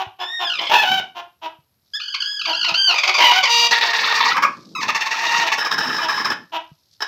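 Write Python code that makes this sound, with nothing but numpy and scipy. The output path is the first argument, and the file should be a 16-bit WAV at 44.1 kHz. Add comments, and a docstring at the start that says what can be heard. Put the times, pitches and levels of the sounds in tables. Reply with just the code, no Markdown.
"""Thin squeals from a broody hen, an arm's length away in a wooden nest box, sink into throbbing growls.
Membranes in her syrinx chop the breath into pulses, which the resonances of windpipe and beak filter.
Further off a second hen clucks steadily and twice breaks into a two-note squawk.
The box is bumped, a body shuffles, straw rustles, and the walls of the coop echo briefly."""
import sys
import numpy as np
from scipy import signal
from scipy.fft import rfft, irfft, next_fast_len
from scipy.io import wavfile
from scipy.ndimage import uniform_filter1d

SR = 44100
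rng = np.random.default_rng(int(sys.argv[2]) if len(sys.argv) > 2 else 0)


def output_pcm(signal):
    """Save a mono or channel-first signal as 16-bit PCM at the path in sys.argv[1].

    Samples are clipped to [-1, 1] before scaling.
    """
    pcm = np.clip(np.atleast_2d(signal).T, -1, 1) * 32767
    wavfile.write(sys.argv[1], SR, np.round(pcm).astype(np.int16))


N = 312000

# The broody hen's calls, one list a bout. Each row: time in seconds, pitch in Hz, relative level in dB.
BOUTS = [
    [(.2, 1708, -32), (.35, 1883, -24), (.44, 1796, -24.5), (.51, 1563, -13.5), (.58, 1177, -18),
     (.7, 1150, -16)],
    [(1.935, 1623, -22.5), (1.965, 1773, -15), (1.99, 1640, -27), (2.13, 1640, -17.5), (2.37, 1683, -23),
     (2.47, 1630, -14), (2.64, 1630, -13), (2.71, 1300, -9.5), (2.765, 1587, -18.5), (2.87, 1572, -13.5),
     (2.95, 1251, -8.5), (3.45, 1150, -10), (3.48, 943, -15.5), (3.69, 942.3, -15.5), (3.95, 916, -18.5),
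     (4.25, 907.4, -16), (4.38, 1079, -19.5), (4.452, 1142, -20.5)],
    [(4.75, 1313, -24.5), (4.805, 1242, -30), (4.82, 891.3, -22), (5.15, 901, -24), (5.35, 943, -17),
     (5.6, 886.2, -22), (6.325, 881.6, -22.5)],
    [(7.004, 882, -26), (7.018, 893, -28), (7.024, 872, -15), (7.07, 860, -52)],
]
# Her breath catches, then bursts through. Each row: time of the burst in seconds, gap depth in dB.
BREATH_CATCHES = [(2.001, 7.5), (2.14, 4.5), (2.203, 13), (2.742, 10.5), (2.777, 4), (2.981, 4),
                  (3.036, 11.5), (3.077, 9), (3.141, 13), (3.179, 5.5), (3.429, 14.5), (3.711, 13.5),
                  (3.811, 7.5), (3.934, 6), (4.365, 8.5), (4.423, 15.5), (4.882, 11.5), (4.948, 15),
                  (5.008, 11), (5.06, 6.5), (5.11, 8.5), (5.469, 10), (5.519, 11.5), (5.579, 10.5),
                  (5.649, 6.5), (5.713, 12.5), (5.779, 10), (6.086, 10), (6.248, 8), (6.302, 7)]
# Her pitch sags for an instant. 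Each row: time in seconds, share of pitch lost.
PITCH_SAGS = [(2.005, 0.19), (2.148, 0.24), (2.415, 0.11), (2.457, 0.2), (2.542, 0.19), (2.648, 0.3),
              (2.941, .12)]
# Her registers. Each: roughness from 0 to 1, flutter as a share of pitch, subharmonic amplitude.
WHISTLE, QUAVER, RASP = (.04, .025, 0), (.08, .11, 0), (.4, .11, .2)
SCREAM, GROWL, GRUMBLE = (.2, .006, .45), (.55, .035, .47), (.52, .03, .22)
# She slides from register to register. Each row: start in seconds, register.
PHRASES = [(0, WHISTLE), (.48, QUAVER), (.57, RASP), (1.5, WHISTLE), (1.981, QUAVER), (2.25, WHISTLE),
           (2.388, QUAVER), (2.678, RASP), (2.76, WHISTLE), (2.91, RASP), (3.481, SCREAM), (3.691, GROWL),
           (4.6, WHISTLE), (4.81, GRUMBLE)]
# Windpipe and beak resonances for each posture of her neck. Each row: start in seconds, then a list
# of modes, each with frequency in Hz, width in Hz, gain in dB.
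NECK_POSTURES = [(0, [(1340, 3000, 1), (3120, 900, 14.5), (4990, 233, 7), (6480, 3500, -8)]),
                 (1.5, [(1110, 640, 1), (2780, 630, 11), (4550, 650, 8.5), (6500, 1050, -10)]),
                 (2.93, [(894, 252, 3), (1450, 180, 2), (2520, 980, 5), (4770, 570, -0.5),
                 (6130, 1140, -9.5)]), (3.482, [(940.4, 400, -11), (2430, 670, -2.5), (3530, 2600, -9.5),
                 (4960, 250, -1), (5910, 160, -1.5)]), (3.699, [(934, 464, -6.5), (1758, 403, 2),
                 (2420, 830, -3.5), (3700, 790, 2.5), (4050, 1440, -0.5), (6300, 8100, -21)]),
                 (4.32, [(1100, 420, 2), (1550, 420, 2.5), (2700, 1000, -12.5), (5200, 580, -8.5)]),
                 (4.599, [(868, 360, -6), (1871, 1004, -0.5), (2549, 890, -2), (3950, 690, -5),
                 (5760, 1900, -14.5)]), (5.56, [(960, 800, -11), (1370, 330, 3), (1584, 410, 2),
                 (3083, 200, -3), (3830, 228, -5.5), (5210, 306, -1)])]
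# Yelps over the growl. Each row: time in seconds, level against the growl in dB.
YELP_LEVELS = [(2.95, -35.5), (3.05, -10.5), (3.5, -20), (4.05, -7.5), (4.2, -1.5), (4.5, 3), (5.2, -8.5),
               (6.3, -3.5)]
# The microphone's colouring of her voice. Each row: frequency in Hz, gain in dB.
MICROPHONE_RESPONSE = [(120, -21.5), (250, 5), (480, 4.5), (900, -10), (6000, -9), (8400, -20.5),
                       (10000, -25), (13000, -17.5), (15500, -20.5)]
# The second hen's clucks. Each row: start in seconds, pitch in Hz.
CLUCKS = [(-.03, 382.2), (0.186, 359), (0.389, 353), (0.588, 338), (1.147, 350.3), (1.414, 323),
          (2.46, 327.5), (2.663, 335.2), (2.87, 351.4), (3.055, 372), (3.604, 346), (3.835, 347.7),
          (5.21, 333), (5.411, 331), (5.61, 333.4), (5.8, 329.7), (6.01, 326), (6.518, 328.6)]
# Her squawks. Each row: start, loudest moment, break and end in seconds, high and low note in Hz,
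# relative level in dB.
SQUAWKS = [(0.697, 0.742, .838, 1.0, 882.4, 772.6, -8.5), (3.181, 3.25, 3.32, 3.415, 991.6, 762, -8)]
# The filter of her throat. Each row: frequency in Hz, gain in dB.
FAR_THROAT = [(150, -57.5), (250, -17), (525, -15), (913, 4.5), (1100, -8), (2090, -19.5), (2950, -7.5),
              (4550, -25.5), (5600, -27), (7400, -41), (8600, -59.5), (12200, -39.5), (15500, -43.5)]
# Knocks on the box. Each row: time in seconds, peak level in dB, ringing frequency in Hz.
BUMPS = [(0.066, -34, 105), (1.586, -47, 145), (2.718, -33, 178), (6.716, -37, 151.9)]
# The body shifts on the boards. Each row: time in seconds, peak level in dB.
SHUFFLES = [(.95, -42), (2.72, -52.5), (3.6, -52), (4.1, -51.5), (4.45, -41.5), (4.87, -40.5),
            (5.399, -48.5), (5.9, -38), (6.301, -38)]
# The rustle of straw. Each row: time in seconds, level in dB.
STRAW_LEVELS = [(1.8, -79.5), (1.87, -70), (4.55, -56.5), (6.7, -69.5), (6.91, -67), (6.935, -56),
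                (6.98, -68)]
# The background air. Each row: frequency in Hz, relative spectral density in dB.
AIR_SPECTRUM = [(18, -20.5), (30, -5), (108, 0.5), (249, -11.5), (9680, -29.5), (11900, -14.5),
                (15500, -39)]

FLUTTER_HZ, YELP_HZ, SLIDE_S = 48.51, 1150, .05
SAG_PUSH_DB = 14  # a sagging note is pushed louder, per share of pitch lost
CLUCK_DB, TIRING_DB_PER_S, CLUCK_SPREAD_DB = -27, 0.45, 3.5
SCOOP, DROOP = .05, .04  # shares of a squawk's pitch
SWELL_DB, FADE_DB_PER_S, LOW_NOTE_DB, HOARSE_S, TORN_DB = 11, 76.5, -6.5, .065, 2
SHUFFLE_RISE_DB_PER_S, SHUFFLE_FALL_DB_PER_S = 50, 132.5
COOP_T60_S, COOP_TREBLE_T60_S, AIR_DB = 0.27, 0.26, -69.5


def broody_hen(t):
    """Source and filter: the syrinx, modulated in pitch and level by a flutter, drives the throat."""
    times, pitches, levels = np.transpose(np.vstack(BOUTS))
    hz, db = np.interp(t, times, pitches), np.interp(t, times, levels)
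    phrase = np.searchsorted([s for s, _ in PHRASES], t, side="right") - 1
    registers = np.array([register for _, register in PHRASES])[phrase].T
    rough, flutter, subharmonic = uniform_filter1d(registers, int(SLIDE_S * SR), axis=1)
    beat = np.cumsum(np.pi * FLUTTER_HZ * (1 + 0.159 * band(2, 12.22)) / SR)
    # the flutter pulls the pitch down in short cusps, each of its own size
    cusp = np.abs(np.cos(beat)) ** 3 * np.clip(1 + .25 * band(5, 25), .2, 1.6)
    sag = sum(share * np.exp(-((t - s) / .008) ** 2) for s, share in PITCH_SAGS)
    pulses = syrinx(hz * (1 - flutter * (cusp - .2) - sag), rough, subharmonic)
    voice = neck(colour(pulses, MICROPHONE_RESPONSE), rough, t)
    db = db + breath_catches(t) + 66.4 * flutter * (cusp - 2.0) + SAG_PUSH_DB * sag
    gate = np.clip(sum(edges(t, bout[0][0], bout[-1][0], 0.0028, 0.02) for bout in BOUTS), 0, 1)
    return (voice + yelps(t)) * gate * undb(db)


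def syrinx(hz, rough, subharmonic, fundamental_db=0):
    """Self-sustained oscillation: membranes snap shut once a cycle; rough cycles stray and leak air."""
    rough = np.clip(rough, 0, .98)
    jitter = np.exp(.1 * rough * band(20, 300, size=len(hz)))
    half_phase = np.cumsum(np.pi * hz * jitter / SR)
    tone, turn, partial = 0, np.exp(1j * half_phase), 1
    for k in range(1, int(32000 / np.min(hz))):
        partial = partial * turn * np.exp(.1j * k)  # higher partials lag: the snap is not instant
        # period doubling: alternate strong and weak cycles put the odd k between the harmonics
        share = subharmonic if k % 2 else (undb(fundamental_db) if k == 2 else 1)
        tone = tone + share * (k * hz < 32000) * partial.real
    tone = tone * np.sqrt(hz / SR) * 2 / np.sqrt(1 + subharmonic ** 2)
    shimmer = undb(3 * rough * band(30, 250, size=len(hz)))
    breath = rng.standard_normal(len(hz)) * (1 + .5 * np.cos(2 * half_phase))
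    return shimmer * (np.sqrt(1 - rough ** 2) * tone + rough ** 2 * breath)


def neck(source, rough, t, blend_s=.03):
    """A time-varying filter: each posture sets its own resonances and blends into the next."""
    out = np.zeros(N)
    ends = [s for s, _ in NECK_POSTURES[1:]] + [t[-1]]
    for (start, modes), end in zip(NECK_POSTURES, ends):
        part = (t >= start) & (t < end + blend_s)
        crossfade = edges(t[part], start, end, blend_s, blend_s)
        out[part] += formants(source[part], modes, rough[part]) * crossfade
    return out


def formants(source, modes, rough):
    """Resonators in parallel: the rougher the voice, the more each one swells and fades alone."""
    out = undb(-24) * source  # a little passes between and above them
    for k, (hz, width, db) in enumerate(modes):
        b, a = signal.iirpeak(hz, hz / width / 1.5, SR)
        ring = signal.lfilter(b, a, signal.lfilter(b, a, source))
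        waver_db = 4.5 * rough * band(6, 30, size=len(source))
        out = out + (-1) ** k * undb(db + waver_db) * ring
    return level(out, 0)


def breath_catches(t):
    """Pressure builds and releases: a deeper gap lasts longer and bursts louder. Gives a gain in dB."""
    db = np.zeros(N)
    for s, depth_db in BREATH_CATCHES:
        squeeze = edges(t, s - .015 - 0.0018 * depth_db, s - .003, 0.0099, 0.0028)
        burst = edges(t, s - .003, s + .012, .006, .03)
        db += depth_db * (0.58 * burst - squeeze)
    return db


def yelps(t):
    """Biphonation: the other side of the syrinx adds a nearly pure note in short gliding chirps."""
    glide = np.exp(0.12 * band(15.33, 47.3))
    phase = np.cumsum(2 * np.pi * YELP_HZ * glide / SR)
    chirps = np.clip(band(8.6, 37) + 0.58, 0, 2)
    note = np.cos(phase) + undb(-11) * np.cos(2 * phase)
    return level(note * chirps, 0) * undb(np.interp(t, *np.transpose(YELP_LEVELS)))


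def far_hen(t):
    """Source and filter with a fixed throat: clucks and squawks, padded by half a second at each end."""
    out = np.zeros(N + SR)
    age = np.arange(int(.09 * SR)) / SR
    for (s, hz), (bend, push) in zip(CLUCKS, rng.standard_normal((len(CLUCKS), 2))):
        glide = 1 - (.6 + .4 * bend) * (age - .04)
        cluck = syrinx(hz * glide, rough=.5, subharmonic=.1) * edges(age, 0, .05, .03, .02)
        db = CLUCK_DB - TIRING_DB_PER_S * s + CLUCK_SPREAD_DB * push
        at = int((s + .5) * SR)
        out[at:at + len(age)] += level(colour(cluck, FAR_THROAT), db)
    for start, loudest, crack, end, high_hz, low_hz, db in SQUAWKS:
        span = t[int(start * SR):int(end * SR)]
        at = int(start * SR) + SR // 2
        out[at:at + len(span)] += squawk(span, loudest, crack, high_hz, low_hz) * undb(db)
    return out


def squawk(t, loudest, crack, high_hz, low_hz):
    """A register break: a hoarse note scoops up and droops, then jumps to a lower one that does too."""
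    arch = [1 - SCOOP, 1, 1 - DROOP]
    high_pitch = high_hz * np.interp(t, [t[0], loudest, crack], arch)
    high_db = np.interp(t, [t[0], loudest], [-SWELL_DB, 0]) - FADE_DB_PER_S * np.clip(t - loudest, 0, 1)
    low_progress = (t - crack) / (t[-1] - crack)
    low_pitch = low_hz * np.interp(low_progress, [0, .75, 1], arch)
    low_db = LOW_NOTE_DB + np.interp(low_progress, [0, .6, 1], [-3, 0, -5])
    hz, db = np.where(t < crack, [high_pitch, high_db], [low_pitch, low_db])
    rough = .2 + .55 * np.exp(-((t - t[0]) / HOARSE_S) ** 2) + .35 * np.exp(-((t - crack) / .015) ** 2)
    voice = colour(syrinx(hz, rough, subharmonic=0.05, fundamental_db=-10), FAR_THROAT)
    return level(voice, 0) * undb(db + TORN_DB * band(11, 60, size=len(t)))


def bumps(t, decay_s=.01):
    """Damped vibration: each knock rings one mode of the boards."""
    return sum(undb(db) * (t > s) * np.sin(2 * np.pi * hz * (t - s)) * np.exp(-np.abs(t - s) / decay_s)
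               for s, db, hz in BUMPS)


def shuffle(t):
    """Friction noise: a low, uneven rub swells and dies as the body shifts on the boards."""
    restless_db = 3 * band(3, 15)
    shifts = sum(undb(db - np.where(t < s, SHUFFLE_RISE_DB_PER_S, SHUFFLE_FALL_DB_PER_S) * np.abs(t - s))
                 for s, db in SHUFFLES)
    return band(140, 350) * shifts * undb(restless_db)


def straw(t):
    """Amplitude-modulated noise: a high band flickers quickly and is heard as crackling straw."""
    return band(3700, 5600) * undb(np.interp(t, *np.transpose(STRAW_LEVELS)) + 3.2 * band(18, 120))


def coop(x, onset_s):
    """Reverberation: diffuse echoes of the wooden walls decay exponentially, the treble just sooner."""
    age = np.arange(SR // 2) / SR
    low = band(100, 2600, size=len(age)) * undb(-60 * age / COOP_T60_S)
    high = 1.03 * band(1300, 11000, size=len(age)) * undb(-60 * age / COOP_TREBLE_T60_S)
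    tail = (low + high) * np.clip(age / onset_s, 0, 1)
    return signal.fftconvolve(x, tail / np.sqrt(np.sum(tail ** 2)))[:len(x)]


def air():
    """Stationary noise: the air hums faintly, strongest in the bass."""
    return level(colour(rng.standard_normal(N), AIR_SPECTRUM), AIR_DB)


def undb(db):
    """Decibels as an amplitude ratio."""
    return 10 ** (np.asarray(db) / 20)


def level(x, db):
    """Normalisation to an rms level in dB."""
    return x * undb(db) / np.sqrt(np.mean(x ** 2))


def colour(x, points):
    """Zero-phase filtering through points of frequency in Hz and gain in dB."""
    hz, db = np.transpose(points)
    size = next_fast_len(len(x))
    log_hz = np.log(np.arange(size // 2 + 1) * SR / size + 1)
    return irfft(rfft(x, size) * undb(np.interp(log_hz, np.log(hz), db)), size)[:len(x)]


def band(lo_hz, hi_hz, size=N):
    """Band-limited noise of rms 1."""
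    bandpass = signal.butter(2, [lo_hz, hi_hz], "bandpass", fs=SR, output="sos")
    return level(signal.sosfilt(bandpass, rng.standard_normal(size)), 0)


def edges(t, start, end, rise_s, fall_s):
    """A trapezoidal envelope: it rises after start and falls after end."""
    return np.clip((t - start) / rise_s, 0, 1) * np.clip(1 - (t - end) / fall_s, 0, 1)


def scene():
    """Superposition: both hens, direct and reverberant, add to the small sounds of the nest."""
    t = np.arange(N) / SR
    near, far = broody_hen(t), far_hen(t)
    far = undb(-3.5) * far + undb(-11.5) * coop(far, onset_s=0.006)
    far = far[SR // 2:SR // 2 + N]  # drop the padding
    near = near + undb(-9.5) * coop(near, onset_s=0.0039)
    return (near + far + bumps(t) + shuffle(t) + straw(t) + air())[None]


def record(dry):
    """Saturation and band limiting: the phone rounds the peaks and cuts the deepest bass and the top."""
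    bass_cut = signal.butter(3, 70, "highpass", fs=SR, output="sos")
    top_cut = signal.ellip(12, .2, 90, 15780, fs=SR, output="sos")
    return signal.sosfilt(np.vstack([bass_cut, top_cut]), np.tanh(0.73 * dry) / 0.63)


dry = scene()
out = record(dry)
output_pcm(out)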